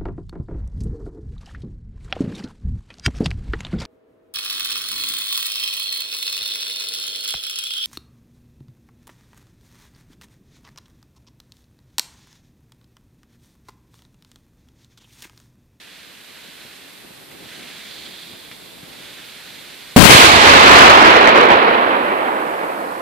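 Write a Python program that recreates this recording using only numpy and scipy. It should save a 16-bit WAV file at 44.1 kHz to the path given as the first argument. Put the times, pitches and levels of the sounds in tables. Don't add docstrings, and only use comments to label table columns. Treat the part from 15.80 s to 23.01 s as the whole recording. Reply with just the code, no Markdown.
import sys
import numpy as np
from scipy import signal
from scipy.fft import rfft, irfft, next_fast_len
from scipy.io import wavfile

SR = 44100
rng = np.random.default_rng(int(sys.argv[2]) if len(sys.argv) > 2 else 0)


def unload_audio(sound):
    columns = np.transpose(np.atleast_2d(sound))
    steps = np.round(np.clip(columns, -1, 1) * 32767)
    wavfile.write(sys.argv[1], SR, steps.astype(np.int16))


N = 317961
TIME = np.arange(N) / SR
BANG_S = 4.1623

# frequency in Hz, relative level in dB.
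ROAR_TONE = [(40, -22.5), (90, -33), (140, -22.5), (220, -7.5), (350, -2.5), (500, -0.03), (1000, 3),
             (1500, 1.26), (2200, 1), (3200, 0.5), (4200, -1.5), (5600, -8), (9000, -8), (15000, -13)]


def from_db(db):
    return 10 ** (np.asarray(db) / 20)


def at_hz(points, hz):
    row_hz, value = np.transpose(points)
    return np.interp(np.log(hz), np.log(row_hz), value)


def filtered(x, hz, kind, order=2):
    return signal.sosfilt(signal.butter(order, hz, kind, fs=SR, output="sos"), x + 1e-18)


def flutter(rate_hz):
    slow = filtered(rng.standard_normal(N + SR), rate_hz, "low")[SR:]
    return slow / slow.std()


def stereo_noise(tone, likeness, balance, lag_ms=0):
    size = next_fast_len(N)
    hz = np.maximum(np.arange(size // 2 + 1) * SR / size, 1)
    common, opposed = rfft(rng.standard_normal((2, size)))
    alike, sign = at_hz(likeness, hz), np.array([[1], [-1]])
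    pair = np.sqrt(1 + alike) * common + sign * np.sqrt(1 - alike) * opposed
    pair *= from_db(at_hz(tone, hz) + sign * at_hz(balance, hz) / 2)
    delay = np.exp(-1j * np.pi * sign * hz * lag_ms / 1000)
    noise = irfft(pair * delay, size)[:, :N]
    return noise / noise.std()


def knock(start_s, hz, cycles):
    age = np.maximum(TIME - start_s, 0)
    return np.sin(2 * np.pi * hz * age) * np.exp(-np.minimum(age * hz / cycles, 20))


def burst(start_s, decay_s):
    return (TIME >= start_s) * np.exp(-np.clip((TIME - start_s) / decay_s, 0, 20))


def swell(full_s, rise_s, hold_s, fade_db_per_s):
    early, late = np.maximum(full_s - TIME, 0), np.maximum(TIME - full_s - hold_s, 0)
    rise = np.exp(-np.minimum((early / rise_s) ** 2, 20))
    return rise * from_db(-np.minimum(fade_db_per_s * late, 200))


def together(levels):
    return np.sqrt(sum(level ** 2 for level in levels))


def fuse(smoulder_db=-53.5, boost_db=2.5, sputter_db=0.68, rise_s=0.2, scatter_db=-15):
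    # frequency in Hz, relative level in dB.
    jet_tone = [(300, -17.5), (1150, -11), (1550, -3.5), (2100, -2), (2900, -3), (4100, -5.5), (4800, -12),
                (5800, -13), (9000, -17), (15000, -31)]
    sizzle_tone = [(1200, -37), (2400, -6.5), (2900, -11), (3300, 0), (3550, 1), (3850, -3.5), (4130, -2),
                   (4450, -7), (4700, -5.5), (5400, -19), (7200, -17), (15000, -27)]
    # frequency in Hz, how alike left and right are.
    likeness = [(1500, 0.83), (4000, 0.92), (6000, 0.22), (12000, 0.12)]
    # frequency in Hz, left minus right in dB.
    balance = [(2800, -1.5), (4300, -8), (7000, -2.5)]
    # peak time and hold in seconds, jet and sizzle levels in dB before the boost.
    flares = [(0, 0.27, -49, -53.5), (0.615, 0.3, -48, -54), (1.802, 0.19, -42.5, -47.5),
              (2.19, 0.027, -57, -42), (3.26, 0.83, -45, -48)]
    # start in seconds, level in dB.
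    spits = [(1.515, -31), (2.7145, -23)]
    surges = [from_db(db) * swell(s, rise_s, hold, fade_db_per_s=16) for s, hold, db, _ in flares]
    jet_level = together([from_db(smoulder_db)] + surges)
    sizzle_level = together(from_db(db) * swell(s, rise_s, hold, fade_db_per_s=12)
                            for s, hold, _, db in flares)
    jet = stereo_noise(jet_tone, likeness, balance)
    sizzle = stereo_noise(sizzle_tone, likeness, balance)
    flame = (jet * jet_level + sizzle * sizzle_level) * from_db(boost_db + sputter_db * flutter(35))
    for s, db in spits:
        scatter = from_db(scatter_db) * jet * burst(s, decay_s=0.0095)
        flame += from_db(db) * (knock(s, hz=2100, cycles=1.7) + scatter)
    return flame * (TIME < BANG_S)


def clearing(quiet_db=-52.5, stir_db=-47.5, lumps_db=1.34):
    # frequency in Hz, relative level in dB.
    rustle_tone = [(20, -36), (49, -7), (81, -11), (125, -4), (187, -0.5), (310, 0), (650, -5),
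                   (1100, -10.5), (1500, -30), (2400, -70)]
    # start in seconds, level in dB, pitch in Hz.
    thuds = [(.85, -36, 222), (1.245, -30.5, 290), (1.305, -35, 189), (1.549, -34, 335), (2.532, -33, 200),
             (3.03, -33.5, 172)]
    rustle = stereo_noise(rustle_tone, likeness=[(200, 0.52), (900, -0.34)],
                          balance=[(150, 5), (700, -1.5)])
    knocks = sum(from_db(db) * (knock(s, hz, cycles=1.2) + from_db(-13) * rustle * burst(s, 0.01))
                 for s, db, hz in thuds)
    stir = from_db(stir_db) * swell(1.74, rise_s=0.9, hold_s=0.79, fade_db_per_s=2)
    level = together([from_db(quiet_db), stir]) * from_db(lumps_db * flutter(8.1))
    return rustle * level + filtered(knocks, 83, "high")


def microphone_hiss(base_db=-46, settle_s=0.39, creep_db_per_s=0.5):
    # frequency in Hz, relative level in dB.
    hiss_tone = [(100, -5), (1500, 1), (4300, 1), (6200, -9.5), (8500, -3.5), (14300, -4), (14900, -43),
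                 (17000, -57)]
    hiss = stereo_noise(hiss_tone, likeness=[(1000, 0.066), (10000, 0.062)],
                        balance=[(1000, -2), (10000, -4)])
    return hiss * from_db(base_db - 6 * np.exp(-TIME / settle_s) + creep_db_per_s * TIME)


def blast(bass_cut_hz=115):
    # start in seconds, level in dB, push in seconds.
    shocks = [(4.1622, 39.5, 0.0026), (4.1662, 29.5, 0.0084), (4.1708, 23.5, .004), (4.1832, 26, 0.01),
              (4.193, 25, 0.0088), (4.198, 36.5, 0.0068), (4.2043, 28.5, 0.013), (4.2274, 30.5, 0.0028),
              (4.232, 32.5, 0.005), (4.2593, 19, 0.0097), (4.349, 11.5, 0.0063)]
    pressure = np.zeros(N)
    for s, db, push_s in shocks:
        age = np.clip((TIME - s) / push_s, 0, 20)
        pressure += from_db(db) * (TIME >= s) * (1 - age) * np.exp(-age)
    return filtered(pressure, bass_cut_hz, "high")


def deep_boom(roar_level, lag_ms, thump_db=18.5, rumble_db=-12.5, loss_db_per_s=11.5, echo_db=-16.5):
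    # frequency in Hz, relative level in dB.
    boom_tone = [(20, -18), (50, -9), (88, 2), (150, -4), (195, -7), (280, -1.5), (600, -12), (2000, -38)]
    thump = from_db(thump_db) * swell(BANG_S, rise_s=1, hold_s=0.02, fade_db_per_s=174)
    rumble = roar_level * from_db(rumble_db - loss_db_per_s * (TIME - BANG_S))
    echo = from_db(echo_db) * swell(4.74, rise_s=0.18, hold_s=0, fade_db_per_s=55)
    boom = stereo_noise(boom_tone, likeness=[(40, 1), (200, 0.79)],
                        balance=[(50, -3), (250, -4.5)], lag_ms=lag_ms)
    depth = np.clip((TIME - BANG_S) / 0.19, 0, 1)
    boom = depth * boom + (1 - depth) * filtered(boom, 130, "high", order=1)
    return boom * together([thump, rumble, echo]) * from_db(flutter(32))


def through_air(roar, loss_db_per_s_at_1khz=2.0344, steepness=1.344, frame=1024):
    # time and length in seconds, pitch in Hz, width in octaves, lift in dB.
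    far_echoes = [(4.68, 0.045, 2056, .25, 2), (5.09, 0.36, 1190, 0.54, 2.5), (5.481, 0.018, 2086, 0.23, 9),
                  (5.615, 0.1, 487, 0.086, 8.5), (5.685, 0.02, 890, 0.68, 3), (5.92, 0.099, 477, .2, 1)]
    hz, seconds, frames = signal.stft(roar, SR, nperseg=frame)
    hz = np.maximum(hz, 1)[:, None]
    db = -loss_db_per_s_at_1khz * (hz / 1000) ** steepness * np.maximum(seconds - BANG_S, 0)
    for s, length_s, pitch_hz, octaves, lift_db in far_echoes:
        db += lift_db * np.exp(-((seconds - s) / length_s) ** 2 - (np.log2(hz / pitch_hz) / octaves) ** 2)
    power = from_db(at_hz(ROAR_TONE, hz)) ** 2
    level_change = np.sqrt((power * from_db(db) ** 2).sum(0) / power.sum())
    frames *= from_db(db) / level_change
    return signal.istft(frames, SR, nperseg=frame)[1][:, :N]


def forest(lag_ms=0.39, clumps_db=1.0, sway_db=0.5):
    # peak time in seconds, # relative level in dB,
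    # build-up in seconds, fade in dB per second.
    swells = [(4.25, 16, 0.053, 222), (4.2, 11.5, 0.14, 36), (4.68, 1, 0.079, 18.5), (5.06, 4.5, 0.3, 23.5),
              (5.29, -1, .06, 62), (5.479, -3, 0.011, 200), (5.58, -2, 0.038, 22), (5.714, -4, 0.014, 162),
              (5.88, -10, .008, 149), (6.55, -20.5, 0.58, 9)]
    # frequency in Hz, how alike left and right are.
    likeness = [(50, 0.55), (200, 1), (700, 0.78), (1300, 0.56), (2400, 0.38), (4000, 0.098), (8000, .05)]
    # frequency in Hz, left minus right in dB.
    balance = [(100, -4.5), (500, -2.5), (1200, -4.5), (3000, -4), (4400, -9), (8000, -6)]
    roar_level = together(from_db(db) * swell(s, rise_s, 0, fade) for s, db, rise_s, fade in swells)
    roar = through_air(stereo_noise(ROAR_TONE, likeness, balance, lag_ms))
    roar = roar * roar_level * from_db(clumps_db * flutter(52) + sway_db * flutter(5.2))
    return (TIME >= BANG_S) * (roar + deep_boom(roar_level, lag_ms))


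def gain_control(x, threshold_db=-21, share=0.2, most_db=7, release_db_per_s=12):
    power = filtered(np.mean(x ** 2, axis=0), 5.5, "low", order=1)
    level_db = 10 * np.log10(np.abs(power) + 1e-12)
    cut_db = np.clip(share * (level_db - threshold_db), 0, most_db)
    recovery_db = release_db_per_s * TIME
    return x * from_db(recovery_db - np.maximum.accumulate(cut_db + recovery_db))


def choked(x, stuck_s=0.0016, leak_db=-25):
    # when it sticks low, flips high and recovers, all in seconds.
    chokes = [(4.1683, 4.1703, 4.177), (4.177, 4.178, 4.253), (4.2556, 4.2583, 4.296),
              (4.2965, 4.2975, 4.302)]
    out = x.copy()
    leak = from_db(leak_db) * filtered(x, 650, "high", order=1)
    for start, flip, end in chokes:
        span = (TIME >= start) & (TIME < end)
        age = TIME[span] - flip
        out[span] = np.where(age < 0, -1, np.exp(-(age / stuck_s) ** 4)) + leak[span]
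    return out


def scene():
    return microphone_hiss() + fuse() + clearing() + blast() + forest()


def record(dry, bass_cut_hz=42, treble_cut_hz=15700, ceiling=0.98, hardness=36):
    x = gain_control(filtered(dry, bass_cut_hz, "high")) / ceiling
    left, right = x / (1 + np.abs(x) ** hardness) ** (1 / hardness)
    clipped = ceiling * np.array([left, choked(right)])
    return signal.sosfilt(signal.ellip(10, 0.1, 70, treble_cut_hz, fs=SR, output="sos"), clipped)


dry = scene()
out = record(dry)
unload_audio(out)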